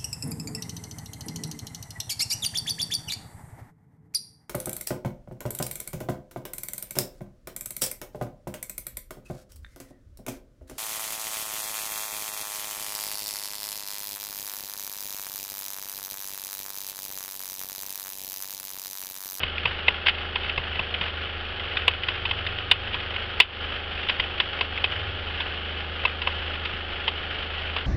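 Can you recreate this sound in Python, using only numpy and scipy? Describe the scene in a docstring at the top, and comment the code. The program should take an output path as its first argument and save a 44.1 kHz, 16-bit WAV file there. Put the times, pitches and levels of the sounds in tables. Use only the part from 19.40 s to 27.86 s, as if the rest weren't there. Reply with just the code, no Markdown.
"""A heat gun runs steadily in a small room: its three-bladed fan hums as steady tones, its housing buzzes
as it rings from rotor knocks and draught, and shaped noise makes the air hiss out of the nozzle.
A craft sheet handled close to a dull little microphone ticks and crackles in short bursts of ringing noise.
Soft nudges thud through the table, and an engine drones faintly outside as three wavering tones.
The recorder limits the sharpest ticks and ducks after the loudest."""
import sys
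import numpy as np
from scipy import signal
from scipy.fft import rfft, irfft, next_fast_len
from scipy.io import wavfile
from scipy.ndimage import uniform_filter1d, minimum_filter1d

SR = 44100
rng = np.random.default_rng(int(sys.argv[2]) if len(sys.argv) > 2 else 0)


def persist_wave(psi):
    """Save psi, clipped to +-1, as 16-bit WAV."""
    counts = np.round(np.clip(psi, -1, 1) * 32767).astype(np.int16)
    wavfile.write(sys.argv[1], SR, np.atleast_2d(counts).T)


N = 373086  # length of the scene in samples
TIME = np.arange(N) / SR  # seconds


def undb(db):
    """Turn decibels into a gain."""
    return 10 ** (np.asarray(db) / 20)


def level(x, db):
    """Scale a sound to a chosen average (rms) level."""
    return x * undb(db) / np.sqrt(np.mean(x ** 2))


def walk(rate):
    """Slow chance: about rate random steps a second, joined smoothly and scaled to rms 1."""
    steps = rng.standard_normal(4000)
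    joined = np.interp(TIME * rate, np.arange(len(steps)), steps)
    return level(uniform_filter1d(joined, int(SR / rate / 2)), 0)


def coloured(points):
    """Noise whose spectrum follows (pitch_hz, level_db) points."""
    hz, db = np.transpose(points)
    size = next_fast_len(N)
    f = np.fft.rfftfreq(size, 1 / SR) + 1  # the 1 avoids log(0)
    gain = undb(np.interp(np.log(f), np.log(hz), db))
    return irfft(rfft(rng.standard_normal(size)) * gain, size)[:N]


def ring(x, modes):
    """Let a force set off resonances, each with a pitch, a width and a strength."""
    out = 0
    for hz, width, db in modes:
        out = out + undb(db) * signal.lfilter(*signal.iirpeak(hz, hz / width, fs=SR), x)
    return out


def lowpass(x, hz, order):
    """Smoothly remove the treble above hz."""
    return signal.sosfilt(signal.butter(order, hz, fs=SR, output="sos"), x)


def add(out, s, x):
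    """Mix sound x into out, starting at s seconds."""
    i = max(int(s * SR), 0)
    out[i:i + len(x)] += x[:N - i]


# The engine outside: its pitch climbs slowly, then drops back as it fades.
# Columns: time_s [s], firing_rate_hz [Hz], level_db [dB, before engine_db]
ENGINE_PATH = [(0, 94.8, -52.5), (1.9, 96, -50.5), (2.3, 98, -40.5), (2.6, 99, -44), (2.95, 99.1, -36),
               (3.9, 102, -41.5), (4.5, 101, -52.5), (5.3, 100, -47), (5.68, 94.3, -31), (6.05, 90.6, -52),
               (8.4, 82, -61.5)]


def distant_engine(engine_db=-1, half_db=-13, upper_db=-16, waver=.006):
    """Only the drone of the firings gets indoors, with tones at half and one and a half times its rate."""
    s, hz, db = np.transpose(ENGINE_PATH)
    firing_hz = np.interp(TIME, s, hz) * (1 + waver * walk(rate=14))
    phase = 2 * np.pi * np.cumsum(firing_hz) / SR
    half = undb(half_db) * np.sin(phase / 2)
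    upper = undb(upper_db) * np.sin(phase + phase / 2)
    return (np.sin(phase) + half + upper) * undb(np.interp(TIME, s, db) + engine_db)


# Soft nudges of the table. Columns: start_s [s], level_db [dB, before nudge_db]
TABLE_NUDGES = [(0.027, -38.5), (0.251, -39), (1.173, -37), (1.391, -38), (1.605, -40), (3.528, -42.5),
                (4.787, -41), (7.327, -41.5)]


def table(nudge_db=-7, swell_s=0.0047):
    """Soft pushes, made of briefly swelling noise, ring the table top at two low pitches: a thud."""
    out, t = np.zeros(N), TIME[:SR // 5]
    for s, db in TABLE_NUDGES:
        push = rng.standard_normal(len(t)) * t * np.exp(-t / swell_s)
        thud = ring(push, [(45, 21, 0.0065), (114, 23, 0.0051)])
        add(out, s, level(lowpass(thud, hz=220, order=2), db + nudge_db))
    return out


# What the sheet rings with: its bright crease, and its duller body.
# Columns of both: pitch_hz [Hz], width_hz [Hz], strength_db [dB, relative]
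CREASE_RINGS = [(1490, 610, -2.5), (2096, 320, -3.5), (2620, 276, 2), (2934, 180, 0.5), (3185, 140, -7.5),
                (3500, 200, -8), (4670, 530, -6)]
BODY_RINGS = [(485, 220, -4.5), (770, 670, -8), (1013, 200, 7.5)]


def tick(db, body_db, t60, centre_hz, rise=0.095, hold=0.044, focus_hz=2000, tail_db=-20, tail_t60=0.095):
    """A crease gives way in a quick run of tiny slips, and the room answers faintly."""
    t = TIME[:SR // 10]
    slips, room = rng.standard_normal((2, len(t)))
    age = t / t60  # rise and hold are shares of t60, so a longer run also builds up more slowly
    run = (1 - np.exp(-age / rise)) * np.exp(-np.log(1000) * np.maximum(age - hold, 0))
    room_tail = room * undb(tail_db) * np.exp(-np.log(1000) * t / tail_t60)
    force = slips * run + room_tail
    # each crease favours the resonances near its own pitch
    pitched = ring(force, [(centre_hz, focus_hz, 0)])
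    crease = lowpass(ring(pitched, CREASE_RINGS), 3700, order=5)
    body = lowpass(ring(force, BODY_RINGS), 1600, order=2)
    # a thin sheet radiates hardly any bass
    thin = signal.butter(4, 400, "high", fs=SR, output="sos")
    return signal.sosfilt(thin, level(crease, db) + level(body, db + body_db))


# a typical tick: level before tick_db, time to die away by 60 dB, and pitch
TYPICAL_DB, TICK_T60_S, TICK_HZ = -25, .028, 2470
# a harder tick snaps through sooner and sounds higher
SHORTER_OCT_PER_DB, HIGHER_OCT_PER_DB = 0.02, .008
HIGHER_OCT_PER_S = 0.033  # the ticks grow a little brighter as the work goes on


def creak(s, db, body_db):
    """The tick at time s; its length follows from its strength, its pitch from strength and time."""
    harder_db = db - TYPICAL_DB
    t60 = TICK_T60_S * 2 ** (-SHORTER_OCT_PER_DB * harder_db)
    centre_hz = TICK_HZ * 2 ** (HIGHER_OCT_PER_DB * harder_db + HIGHER_OCT_PER_S * s)
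    return tick(db, body_db, t60, centre_hz)


# faint ticks: mean level (before tick_db), spread in level, spread in time around the clear ones
FAINT_DB, FAINT_SPREAD_DB, FAINT_SPREAD_S = -36.5, 1.5, .12
# Clear ticks of the sheet.
# Columns: start_s [s], level_db [dB, before tick_db], body_db [dB, dull body relative to the crease]
CLEAR_TICKS = [(0.032, -27, -8.5), (0.18, -31, -16), (0.254, -23, -6), (0.481, -17, -10.5),
               (0.661, -27, -7.5), (0.667, -21, -13), (0.682, -21, -12), (0.692, -24, -16),
               (0.956, -26, -6.5), (1.094, -28.5, -20), (1.176, -27, -5), (1.392, -26.5, -7),
               (1.54, -29, -25), (1.611, -28.5, -10.5), (2.369, -26, -25), (2.479, -17, -8.5),
               (2.633, -30.5, -15), (2.685, -25, -8.5), (2.852, -28.5, -9), (2.91, -26.5, -7.5),
               (3.065, -29, -14), (3.313, -14, -13.5), (3.542, -30.5, -6.5), (3.76, -32, -11.5),
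               (4.001, -2.5, -13.5), (4.686, -28, -18), (4.695, -23.5, -8.5), (4.797, -23.5, -10.5),
               (5.0, -21, -8.5), (5.209, -24.5, -6), (5.375, -30.5, -20), (5.441, -21.5, -10.5),
               (6.003, -29.5, -7), (6.651, -21, -5.5), (6.817, -30, -10), (6.872, -25.5, -2.5),
               (7.252, -31.5, -13), (7.678, -24, -7.5), (8.363, -29.5, -2)]


def sheet(tick_db=-4.5, faint_body_db=-13, lead_s=0.00073):
    """The clear ticks, and faint ones scattered before and after them as the fingers shift."""
    out = np.zeros(N)
    for s, db, body_db in CLEAR_TICKS:
        add(out, s - lead_s, creak(s, db, body_db))  # starts a touch early, as a tick takes time to build
    chances = rng.standard_normal((len(CLEAR_TICKS), 2))
    for (s, _, _), (shift, strength) in zip(CLEAR_TICKS, chances):
        faint_s = (s + FAINT_SPREAD_S * shift) % TIME[-1]
        faint_db = FAINT_DB + FAINT_SPREAD_DB * strength
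        # length follows the faint tick's own strength; pitch follows that and the clear tick's time
        add(out, faint_s, creak(s, faint_db, faint_body_db))
    return out * undb(tick_db)


SHAFT_HZ = 25.93  # turns per second of the fan


def shaft(wobble=.0007, flutter=.0012):
    """Count the turns made by the fan, whose speed wanders very slightly."""
    speed_hz = SHAFT_HZ * (1 + wobble * walk(rate=2.5) + flutter * walk(rate=30))
    return np.cumsum(speed_hz) / SR


# Colour of the air noise. Columns: pitch_hz [Hz], level_db [dB per Hz, relative]
AIR_COLOUR = [(20, -11.5), (50, -7), (90, -8), (130, -16.5), (270, -20), (450, -13.5), (700, -14.5),
              (1000, -16.5), (1450, -9.5), (2200, -12), (3050, -5.5), (3900, -22.5), (4900, -31),
              (6100, -37)]


def air(turns, throb=0.2, gust_db=1.5, air_db=-34.0):
    """Air rushes through the nozzle as noise, throbbing a little with the fan."""
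    pulsing = 1 + throb * (np.sin(2 * np.pi * turns) + np.sin(4 * np.pi * turns))
    gusts = undb(gust_db * walk(rate=25))
    return level(coloured(AIR_COLOUR) * pulsing * gusts, air_db)


# Resonances of the gun's housing, rung by rotor and draught.
# Columns: pitch_hz [Hz], width_hz [Hz], strength_db [dB, relative]
HOUSING_RINGS = [(832, 24, -1), (906, 12, -3), (1118, 20, -1), (1245, 12, -1), (1300, 14, -1),
                 (1378, 16, 3), (1420, 28, 1), (1482, 28, 2), (1552, 18, 3), (1645, 20, 1), (1692, 28, 1),
                 (1860, 30, -1), (2160, 60, -2), (2640, 120, -2), (2970, 170, 3), (3220, 120, 0),
                 (4260, 160, -9)]


def rattle(turns, scatter_db=4, rattle_db=-39, draught_db=0):
    """The rotor brushes the same spots on every turn; these knocks and the draught ring the housing."""
    spots = rng.random(size=14)  # places around one turn
    laps = np.arange(int(turns[-1]) + 1)[:, None] + spots
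    force = undb(scatter_db * rng.standard_normal(laps.shape))
    at = np.searchsorted(turns, laps.ravel())  # the sample at which each spot is reached
    knocks = level(np.bincount(at, force.ravel(), N + 1)[:N], 0)
    draught = undb(draught_db) * rng.standard_normal(N)
    housing = lowpass(ring(knocks + draught, HOUSING_RINGS), 3700, order=4)
    return level(housing, rattle_db)


# Fan tones; number three is the blade rate.
# Columns: multiple [times the shaft rate], level_db [dB, relative to base_db]
FAN_TONES = [(1, -8.5), (2, -13.5), (3, 1), (5, -22.5), (6, -17.5), (7, -18.5), (8, -21), (9, -17),
             (11, -17.5), (12, -21), (13, -26), (14, -13), (15, -14.5), (16, -17.5), (17, -15.5),
             (18, -17.5), (19, -14), (20, -27), (21, -14.5), (22, -19), (23, -19.5), (24, -17.5),
             (25, -24.5), (26, -31.5), (27, -22), (28, -17.5), (29, -17), (30, -29), (31, -14.5)]


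def fan(turns, base_db=-40.0, shimmer_db=1.5):
    """Clean tones on multiples of the shaft rate, their levels ruffled by the air."""
    out = 0
    for k, db in FAN_TONES:
        tone = np.sin(2 * np.pi * (round(k) * turns + rng.random()))
        out = out + tone * undb(base_db + db + shimmer_db * walk(rate=6))
    return np.sqrt(2) * out  # makes the levels rms


def scene():
    """The engine outside, the sheet on the table and the gun, mixed to one channel."""
    turns = shaft()
    gun = air(turns) + rattle(turns) + fan(turns)
    return (distant_engine() + table() + sheet() + gun)[None]


def gain_control(x):
    """Loud peaks pull the gain down; it holds briefly, then comes back at a steady rate."""
    threshold_db, hold_s, release_db_per_s, deepest_db = -11, .06, 55, 7
    window = SR // 70
    power = signal.lfilter(np.ones(window) / window, 1, x[0] ** 2)
    over_db = 10 * np.log10(power + 1e-12) - threshold_db
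    cut_db = np.clip(2 * over_db, 0, deepest_db)  # 2 dB of cut for each dB over
    hold = int(hold_s * SR) | 1
    cut_db = -minimum_filter1d(-cut_db, hold, origin=hold // 2)  # keep the deepest recent cut
    recovery = release_db_per_s * TIME
    return x * undb(recovery - np.maximum.accumulate(cut_db + recovery))


def limiter(x):
    """Squeeze the tallest swings within a millisecond and softly clip what is left."""
    knee, ceiling = .82, .72
    gain = knee / np.maximum(np.abs(x), knee)
    x = x * uniform_filter1d(minimum_filter1d(gain, SR // 2000), SR // 2000)
    return x / (1 + (x / ceiling) ** 20) ** (1 / 20)


TOP_HZ = 16000  # highest pitch kept after the limiter


def record(dry):
    """A narrow-band microphone, gain control and a peak limiter."""
    dull = lowpass(dry[0], 5200, order=10)[None]
    heard = signal.sosfilt(signal.ellip(8, .3, 80, 5900, fs=SR, output="sos"), dull)
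    limited = limiter(gain_control(heard))
    return signal.sosfilt(signal.ellip(8, .2, 70, TOP_HZ, fs=SR, output="sos"), limited)


dry = scene()
out = record(dry)
persist_wave(out)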